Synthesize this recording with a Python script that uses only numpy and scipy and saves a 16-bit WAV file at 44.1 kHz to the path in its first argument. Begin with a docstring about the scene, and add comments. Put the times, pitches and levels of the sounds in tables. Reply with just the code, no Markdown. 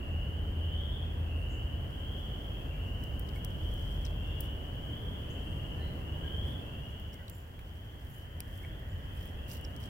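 """Small frogs chorus at a flooded woodland pool: pulse trains ring their vocal sacs in overlapping,
rising trills, blurred by trunk echoes; a far crowd surges in waves. Close by, dry leaves rustle,
twigs snap and damp sticks knock. A few birds whistle over far traffic and a soft woodland wash.
Frogs and background drop in level near 7 s, then partly recover."""
import sys
import numpy as np
from scipy import signal
from scipy.fft import rfft, irfft, next_fast_len
from scipy.io import wavfile

SR = 44100
rng = np.random.default_rng(int(sys.argv[2]) if len(sys.argv) > 2 else 0)


def dump_mix(stems):
    """Bounce the given channels to the path in sys.argv[1] as a 16-bit WAV at rate SR."""
    frames = np.atleast_2d(stems).T  # one column per channel
    limited = np.clip(frames, -1, 1)  # hard clip at full scale
    pcm = np.round(limited * 32767).astype(np.int16)
    wavfile.write(sys.argv[1], SR, pcm)


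N = 436130
SIDE_LAG_SAMPLES = round(0.37 * SR / 1000)  # snap or leaf tick to the farther microphone
LITTER_START_S = 1.9

# far frogs and background drop in level near 7 s, then partly recover: t/s, level change/dB
LEVEL_DROP = [(0, 0), (4.5, 0), (6.5, 2), (7.4, -8.5), (8.1, -8.5), (8.9, -5), (9.89, -2)]
# dry leaf spectrum: f/Hz, relative level/dB
LEAF_SPECTRUM = [(2500, 1), (4800, 3.5), (7000, -3), (9000, -2.5), (10500, -4), (12500, 1), (15000, -1.5)]


def trill(length_s, first_hz, last_hz, pulses_per_s, ring_s=0.0023, ease=0.7, scatter=0.022):
    """One frog: pulses ring the vocal sac; pitch climbs fast, then levels off."""
    out, t = np.zeros(round((length_s + 0.041) * SR)), np.arange(1500) / SR
    pulse = (t / ring_s) ** 2 * np.exp(-t / ring_s)
    start, *draws = rng.uniform(-1, 1, (41, 4))
    for k, (detune, force, phase, late) in enumerate(draws):
        progress = (k + start[0] % 1 + abs(late) / 2) / (pulses_per_s * length_s)
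        if progress < 1:
            climb = progress + ease * progress * (1 - progress)
            hz = (first_hz + (last_hz - first_hz) * climb) * (1 + scatter * detune)
            effort = np.sin(np.pi * progress ** 0.75) ** 0.58 * gain(1.6 * force)  # peaks before midway
            add(out, progress * length_s, effort * pulse * np.sin(2 * np.pi * (hz * t + phase)))
    return unit_rms(out)


def near_frogs(pulses_per_s=28.5, tempo_spread=0.13):
    """Frogs around the pool join each trill, each slightly off in time, pitch and tempo."""
    # calls: t/s, length/s, first f/Hz, last f/Hz, base level/dB
    trills = [(-.16, .75, 2670, 3094, -55), (.52, 0.56, 2900, 3320, -53), (0.581, .47, 2760, 3080, -62),
              (0.702, 0.33, 3320, 3450, -62), (0.983, .3, 2560, 2700, -70), (1.22, 0.72, 2750, 3060, -55),
              (1.9, .42, 2976, 3290, -56.5), (1.85, 0.56, 2760, 2980, -64), (2.12, 0.56, 2953, 3233, -57.5),
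              (2.481, .27, 2590, 2710, -66), (2.63, 0.69, 2750, 3058, -56.5),
              (3.301, 0.65, 3010, 3344, -61), (3.28, 0.64, 2824, 3050, -63),
              (3.55, 0.66, 2990, 3210, -56.5), (3.952, 0.28, 2560, 2710, -68),
              (4.147, 0.36, 3120, 3370, -59.5), (4.14, 0.6, 2733, 3010, -55.5),
              (4.72, 0.49, 2885, 3300, -56.5), (5.121, 0.58, 2916, 3210, -57.5),
              (5.22, .3, 2620, 2790, -65), (5.45, 0.52, 2760, 3010, -57.5), (5.99, 0.47, 2746, 3140, -57),
              (6.192, .38, 3054, 3330, -53.5), (6.559, 0.75, 2670, 3005, -61),
              (6.48, 0.71, 2990, 3230, -63.5), (7.62, 0.54, 2900, 3220, -70), (8.1, 0.43, 2910, 3130, -65),
              (8.419, .42, 3120, 3320, -64), (8.9, 0.53, 2990, 3185, -65), (9.05, 0.31, 2520, 2660, -71.5),
              (9.349, 0.39, 2700, 2990, -62.5), (9.699, 0.42, 3030, 3380, -59)]
    # frogs: level offset/dB, pitch spread/ratio, left lag/ms, echo/dB
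    neighbours = [(-3, .012, .39, 3.5), (-5, .035, -.41, 2.5), (-6.5, 0.036, .48, 5), (-7, .05, .36, 9),
                  (-5.5, 0.062, -.48, 7), (-7.5, .025, -.37, 7.5), (-7, 0.059, .42, 3)]
    out = np.zeros((2, N))
    for frog_db, spread, lag_ms, echo_db in neighbours:
        voice = np.zeros(N)
        for at_s, length_s, first_hz, last_hz, db in trills:
            late, detune, tempo = rng.uniform(-1, 1, 3)
            pitch = 1 + spread * detune
            rate_hz = pulses_per_s * (1 + tempo_spread * tempo)
            call = trill(length_s, first_hz * pitch, last_hz * pitch, rate_hz)
            add(voice, at_s + 0.025 * late, gain(db + frog_db) * call)
        out += trees(voice, t60_s=0.68, echo_db=echo_db, lag_ms=lag_ms)
    return out * pan(2.1)


def far_frogs(pulses_per_s=700, wave_s=1.39, first_crest_s=0.886, spread_db=6.5, ring_s=0.0053):
    """Distant trill pulses merge into a shimmering band, louder and higher on each crest."""
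    surge = np.cos(2 * np.pi * (np.arange(N) / SR - first_crest_s) / wave_s)
    level_db = -55.5 + surge + curve(LEVEL_DROP)
    centre_hz = 3063 + 90 * surge
    onsets, t = np.flatnonzero(rng.random(N) < pulses_per_s / SR), np.arange(700) / SR
    body, detune, force = rng.uniform(-1.05, 1, (len(onsets), 3)).T
    hz = centre_hz[onsets] + 200 * body + 150 * detune
    pulse = signal.windows.hann(len(t)) * np.exp(-t / ring_s)
    rings = gain(spread_db * force)[:, None] * pulse * np.sin(2 * np.pi * hz[:, None] * t)
    crowd = trees(overlap_add(onsets, rings), t60_s=0.31, echo_db=1.5, lag_ms=0.48)
    return unit_rms(crowd) * gain(level_db) * pan(2.0)


def leaves(split_hz=9000, rub_gain=0.8):
    """Dry leaves rub and crackle in clumps; a light brush is mostly fizz, a firm press has body."""
    # stirs underfoot: t/s, length/s, body gain/dB, fizz gain/dB, L-R/dB
    stirs = [(3.33, 0.075, -69, -63, 6), (3.47, 0.69, -68.5, -69, 1), (4.377, 0.11, -68, -60, 5),
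             (6.435, 0.12, -78, -67, 10), (7.121, .047, -69, -69, -2), (7.267, 0.19, -86, -65, -8),
             (8.023, 0.25, -84, -64, -13), (8.398, 0.36, -80, -66.5, -15), (9.074, 0.28, -71.5, -65, -13),
             (9.458, 0.15, -55.5, -52, -7), (9.789, 0.096, -59.5, -64, -7)]
    restless = np.ones((2, 1)) * gain(-73.5 + 1.5 * drift(13)) * (np.arange(N) / SR > LITTER_START_S)
    pressing, brushing = restless.copy(), restless.copy()
    for at_s, length_s, body_db, fizz_db, pan_db in stirs:
        stir = pan(pan_db) * signal.windows.tukey(round(length_s * SR), 0.8)
        add(pressing, at_s, gain(body_db) * stir)
        add(brushing, at_s, gain(fizz_db) * stir)
    rustle = rub_gain * noise(LEAF_SPECTRUM) + crackle()
    rustle = unit_rms(rustle * gain(1.1 * drift(90)))
    body = signal.sosfiltfilt(signal.butter(2, split_hz, fs=SR, output="sos"), rustle)
    return body * pressing + (rustle - body) * brushing


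def crackle(ticks_per_s=1800, pitches=24, spread_db=3.7, ring_s=0.00022):
    """Leaf edges catch; each tick rings for a few cycles, to the left or right."""
    out, t = np.zeros((2, N)), np.arange(128) / SR
    for k, hz in enumerate(np.linspace(4500, 15500, pitches)):
        onsets = np.flatnonzero(rng.random(N) < ticks_per_s / pitches / SR)
        force = np.minimum(rng.exponential(1, len(onsets)), 3.5)
        sizes = gain(at_freq(LEAF_SPECTRUM, hz) + spread_db * force)
        tick = np.sin(2 * np.pi * hz * t) * np.exp(-t / ring_s)
        ticks = overlap_add(onsets, sizes[:, None] * tick)
        out[k % 2] += ticks
        out[1 - k % 2] += np.roll(ticks, SIDE_LAG_SAMPLES) / 2
    return unit_rms(out)


def snaps(tilt_from_hz=5400, ring_width_hz=700, splinter_db=-19):
    """Twigs crack, the thinner the brighter, then splinter in the litter; one thumps the ground."""
    # twigs: t/s, level/dB, tilt/(dB/octave), L-R/dB, ring f/Hz, ring boost/dB, rise/s
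    twigs = [(1.846, -55, 16, 4, 5300, 0, .0008), (2.192, -51, 14, 4, 5300, 0, .0008),
             (3.038, -43.5, 4, 9, 5300, 9, 0.0013), (3.194, -32, 11, 9, 5300, 0, 0.0016),
             (3.289, -47.5, -4, 10, 4700, 17, 0.0015), (3.359, -46, 5, 9, 5300, 0, 0.0011),
             (3.447, -32, 3.5, 8, 5600, 11, 0.0011), (3.505, -45, 6, 7, 5300, 0, 0.0007),
             (3.7384, -37, 16, 13, 5300, 0, .0011), (4.0487, -47, -11, 6, 5600, 10, 0.0038),
             (4.061, -50, -10, 7, 4300, 14, 0.0035), (4.4048, -27, 12, 13.5, 4700, 6, 0.002),
             (4.462, -52, 12, 6, 5300, 0, .0008), (6.4665, -51, 9, 9, 5300, 0, 0.0013),
             (6.997, -46.5, 8, -7, 5300, 5, 0.002), (7.1275, -59, -4, -6, 5300, 12, 0.0047),
             (7.141, -49, 4, -7, 5300, 3, .0024), (7.28, -48, -7, 0, 3900, 16, 0.0018),
             (7.295, -42.5, 3.5, -14, 4600, 2, 0.0027), (7.368, -54, 9, -6, 5300, 0, .0008),
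             (7.591, -50, 8, -10, 7200, 5, 0.0022), (8.049, -46, 10, -11, 5300, 0, .0008),
             (8.4037, -28.5, -0.5, -1, 4900, 2, 0.00094), (8.577, -49, 1, -9, 5300, 0, .001),
             (8.7957, -48, 9, -8, 5300, 0, .0009), (9.257, -41, 11, -11, 5300, 0, 0.00087),
             (9.514, -43, -5, 10, 5400, 9, 0.0015), (9.61, -47, 3, -1, 5300, 2, 0.002),
             (9.642, -52, -8, -1, 6700, 14, 0.0012), (9.6486, -43, -14, -7, 5250, 18, 0.0015),
             (9.7634, -50, -6, -13, 5800, 7, .001), (9.802, -47, 4, -8, 5300, 3, .0008),
             (9.8165, -50, 3, -6, 5300, 4, .0009), (9.831, -52, -2, -6, 5600, 9, .0009),
             (9.8395, -52, 0, -6, 5600, 7, .0009)]
    # crack spectrum: f/Hz, relative level/dB
    crack_spectrum = [(800, -26), (2300, -1.5), (4000, -2.5), (7500, -2.5), (10000, 0.5), (13500, -0.5),
                      (16000, 7)]
    # ground thump: t/s, level/dB, push/s
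    thumps = [(8.405, -42, 0.011)]
    out, t = np.zeros((2, N)), np.arange(4096) / SR
    hz = np.fft.rfftfreq(len(t), 1 / SR)
    octaves = np.log2(np.maximum(hz / tilt_from_hz, 1))
    for at_s, db, tilt, pan_db, ring_hz, ring_db, rise_s in twigs + stem_ticks():
        resonance = np.exp(-((hz - ring_hz) / ring_width_hz) ** 2)
        colour = gain(at_freq(crack_spectrum, hz) + tilt * octaves + ring_db * resonance)
        fibres, *splinters = unit_rms(irfft(rfft(rng.standard_normal((3, len(t)))) * colour))
        crack = fibres * (t / rise_s) ** 2 * np.exp(2 - 2 * t / rise_s)
        late = np.roll(crack, SIDE_LAG_SAMPLES)
        pair = np.array([crack, late] if pan_db > 0 else [late, crack])
        litter = gain(splinter_db) * np.exp(-t / (7 * rise_s)) * np.array(splinters)
        add(out, at_s, gain(db) * pan(pan_db) * (pair + litter))
    for at_s, db, push_s in thumps:
        attack = np.minimum(t / 0.00052, 1)
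        add(out, at_s, gain(db) * (1 - t / push_s) * np.exp(-t / push_s) * attack)
    return out


def stem_ticks(count=30, db=-58, tilt_db_per_octave=3, ring_db=6, rise_s=0.0005):
    """Tiny stems snap at random in the disturbed litter; returns twig rows."""
    rows = []
    for at_s in rng.uniform(LITTER_START_S, N / SR, count):
        force, side, pitch = rng.uniform(-1, 1, 3)
        ring_hz = np.interp(pitch, (-1, 1), (4500, 8000))
        rows.append((at_s, db + 3 * force, tilt_db_per_octave, 9 * side, ring_hz, ring_db, rise_s))
    return rows


def knocks(slip_s=0.0025):
    """A damp stick gives way: quick slips ring one dull resonance."""
    # sticks: t/s, f/Hz, dry peak/dB, decay/s
    sticks = [(7.592, 2100, -43, 0.00032), (8.4042, 2450, -45, .0003), (8.6485, 2050, -41, 0.0017)]
    out, t = np.zeros(N), np.arange(1500) / SR
    for at_s, hz, db, ring_s in sticks:
        slips = rng.standard_normal(len(t)) * np.exp(-t / slip_s)
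        knock = signal.fftconvolve(slips, np.sin(2 * np.pi * hz * t) * np.exp(-t / ring_s))
        add(out, at_s, gain(db) * knock / abs(knock).max())
    return trees(out, t60_s=0.15, echo_db=-10, lag_ms=0.03)


def birds():
    """Thin gliding whistles echo among the trunks; fast pitch waver makes some buzz."""
    # notes: t/s, length/s, first f/Hz, last f/Hz, level/dB, waver depth/ratio, echo/dB
    notes = [(1.33, 0.14, 9100, 8700, -76, .035, 4), (1.48, 0.082, 6030, 8300, -68, 0.079, 3),
             (2.69, .11, 2480, 2310, -65, .035, 5), (3.355, 0.021, 2370, 2120, -55, .035, -7),
             (5.296, 0.024, 6250, 7100, -64, .025, -2), (5.314, .04, 7400, 8100, -73, 0.028, 0),
             (5.398, .19, 8800, 8750, -77, .035, 3), (5.767, 0.074, 1730, 1810, -60, .008, 1),
             (5.784, 0.19, 1980, 2060, -63.5, .008, -1), (5.773, 0.16, 4030, 4180, -67, .032, 4),
             (6.211, 0.11, 1650, 1580, -58.5, 0.015, 1), (7.107, 0.079, 2100, 2170, -69, .02, -1),
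             (7.183, .045, 1990, 1850, -62, .035, -11), (7.193, 0.044, 1592, 1450, -64, 0.048, -4),
             (7.304, 0.062, 7100, 7380, -68, .026, 0), (8.094, 0.065, 6900, 7140, -75, .045, 2),
             (8.63, 0.027, 2185, 2210, -57, .03, -7), (8.89, .03, 6800, 7200, -71, .04, 3)]
    out, waver = np.zeros((2, N)), drift(170)
    for at_s, length_s, first_hz, last_hz, db, depth, echo_db in notes:
        size = round(length_s * SR)
        buzz = 1 + depth * np.roll(waver, round(at_s * SR))[:size]
        hz = np.linspace(first_hz, last_hz, size) * buzz
        note = gain(db) * unit_rms(np.sin(2 * np.pi * np.cumsum(hz) / SR) * signal.windows.tukey(size, 0.7))
        add(out, at_s, trees(np.pad(note, (0, SR)), t60_s=0.53, echo_db=echo_db, lag_ms=0.02))
    return out


def traffic(roar_db=-45):
    """Far roads: low rumble, tyre roar and a few wavering engine drones."""
    # rumble and tyre spectra: f/Hz, relative level/dB
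    rumble_spectrum = [(11, -43), (20, -24), (38, -2.5), (70, 3), (88, 1), (194, -19.5), (220, -19.5),
                       (290, -34.5), (480, -120)]
    roar_spectrum = [(76, -9), (130, -1), (194, -9), (301, -9.5), (333, -12.5), (629, -16), (863, -24.5),
                     (1010, -23), (1260, -29), (1500, -36), (1950, -66), (3300, -120)]
    # rumble loudness: t/s, level/dB
    rumble_level = [(0, -37), (1.7, -38), (2.3, -41), (3.2, -36.5), (4.2, -37), (4.7, -39.5), (6.5, -39.5),
                    (7.4, -46), (8.2, -44.5), (8.9, -40.5), (9.89, -42)]
    # engines: t/s, length/s, f/Hz, level/dB
    engines = [(-.5, 2.5, 80.8, -35), (-.3, 4, 47.13, -43), (3.548, 0.89, 46.36, -36),
               (5.752, 0.9, 76.26, -40)]
    drones = np.zeros(N)
    for at_s, length_s, hz, db in engines:
        size = round(length_s * SR)
        cycles = np.cumsum(hz * (1 + 0.0015 * drift(0.71)[:size])) / SR
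        envelope = gain(db + 0.44 * drift(1.0)[:size]) * signal.windows.tukey(size, 0.3)
        add(drones, at_s, envelope * np.sin(2 * np.pi * cycles))
    rumble = noise(rumble_spectrum) * gain(curve(rumble_level))
    roar = noise(roar_spectrum) * gain(roar_db + curve(LEVEL_DROP))
    return rumble + roar + drones


def woods(wash_db=-54, air_db=-76.5, calls_db=-61.5, calls_start_s=7.04, calls_length_s=3.73):
    """Soft wash from the trees under thin hiss; very distant calls swell once in the quieter stretch."""
    # wash, airy hiss, finest hiss and far call spectra: f/Hz, relative level/dB
    wash_spectrum = [(700, 1.5), (1250, -2), (1620, 1), (1950, -3), (2400, -9), (2750, -2), (3200, -2.5),
                     (3800, -22.5)]
    air_spectrum = [(2000, -19), (3700, 11), (4900, 14), (6300, -10), (8000, -9), (10000, -13),
                    (15800, -29)]
    fizz_spectrum = [(3000, -30), (7000, 2.5), (10000, -25), (12000, 7), (14000, 4), (15800, 7.5)]
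    calls_spectrum = [(1300, -11), (1700, 0.5), (1880, 1), (2050, -2), (2400, -37)]
    # finest hiss: t/s, level/dB
    fizz_level = [(0, -69), (1.3, -69), (2.3, -65.5), (9.89, -67.5)]
    change_db, swell = curve(LEVEL_DROP), np.zeros(N)
    add(swell, calls_start_s, gain(calls_db) * signal.windows.hann(round(calls_length_s * SR)))
    wash = noise(wash_spectrum) * gain(wash_db + 0.5 * change_db)
    air = noise(air_spectrum) * gain(air_db + 0.37 * change_db)
    fizz = noise(fizz_spectrum) * gain(curve(fizz_level))
    return wash + air + fizz + noise(calls_spectrum) * swell


def trees(x, t60_s, echo_db, lag_ms, echoes_per_s=1500):
    """Direct sound reaches the left microphone late; trunks scatter a dying tail of echoes."""
    t = np.arange(SR) / SR
    taps = rng.standard_normal((2, SR)) * (rng.random((2, SR)) < echoes_per_s / SR)
    taps *= gain(-60 * t / t60_s)
    taps /= np.linalg.norm(taps, axis=1, keepdims=True)
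    tail = signal.oaconvolve(x[None], taps, axes=1)[:, :len(x)]
    direct = np.array([np.roll(x, round(lag_ms * SR / 1000)), x])
    return (direct + gain(echo_db) * tail) / np.hypot(1, gain(echo_db))


def noise(spectrum):
    """Coloured noise from all around, rms 1; alike at both microphones only in the bass."""
    # left-right likeness: f/Hz, coherence/ratio
    coherence = [(30, 1), (70, 0.96), (130, 0.99), (290, 0.77), (640, 0.4), (1400, 0.35), (3100, 0.036),
                 (7000, 0.028), (15000, 0.035)]
    # right microphone's lead: f/Hz, lead/ms
    lead = [(500, 0.05), (1100, .43), (4000, 0.482), (8000, 0.057), (11000, .01)]
    # balance: f/Hz, L-R/dB
    balance = [(60, -0.1), (700, -0.6), (1300, 0), (2400, -1), (4400, -0.5), (8000, 1.5), (15000, 3.5)]
    size = next_fast_len(N, True)
    hz = np.fft.rfftfreq(size, 1 / SR)
    left, other = rfft(rng.standard_normal((2, size)))
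    shared = np.clip(at_freq(coherence, hz), -1, 1)
    advance = np.exp(2j * np.pi * hz * at_freq(lead, hz) / 1000)
    right = advance * (shared * left + np.sqrt(1 - shared ** 2) * other)
    colour = gain(at_freq(spectrum, hz) + at_freq(balance, hz) * np.array([[0.5], [-0.5]]))
    return unit_rms(irfft(np.array([left, right]) * colour, size)[:, :N])


def drift(rate_hz):
    """Smooth random wander, rms 1."""
    hz = np.fft.rfftfreq(N, 1 / SR)
    return unit_rms(irfft(rfft(rng.standard_normal(N)) * np.exp(-(hz / rate_hz) ** 2), N))


def gain(db):
    """Decibels to amplitude."""
    return 10 ** (np.asarray(db) / 20)


def pan(db):
    """Stereo gains for a left-minus-right level."""
    return gain([[db / 2], [-db / 2]])


def unit_rms(x):
    """Scale to rms 1."""
    return x / np.sqrt(np.mean(x ** 2) + 1e-20)


def at_freq(points, hz):
    """Interpolate a table over log frequency."""
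    points_hz, values = np.transpose(points)
    return np.interp(np.log(hz + 1), np.log(points_hz + 1), values)


def curve(points):
    """Interpolate a time table at every sample."""
    return np.interp(np.arange(N) / SR, *np.transpose(points))


def add(mix, at_s, sound):
    """Mix a sound in; at_s may be negative."""
    at = round(at_s * SR)
    sound = sound[..., max(-at, 0):]
    part = mix[..., max(at, 0):][..., :sound.shape[-1]]
    part += sound[..., :part.shape[-1]]


def overlap_add(onsets, grains):
    """Sum one grain per onset sample."""
    samples = onsets[:, None] + np.arange(grains.shape[1])
    return np.bincount(samples.ravel(), grains.ravel(), N)[:N]


def scene():
    """The pool and the wood around it."""
    return near_frogs() + far_frogs() + traffic() + woods() + leaves() + snaps() + knocks() + birds()


def record(dry):
    """Recorder band limit."""
    cutoff_hz = 15930
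    lowpass = signal.firwin(511, cutoff_hz, window=("kaiser", 9), fs=SR)
    return signal.oaconvolve(dry, lowpass[None], "same")


dry = scene()
out = record(dry)
dump_mix(out)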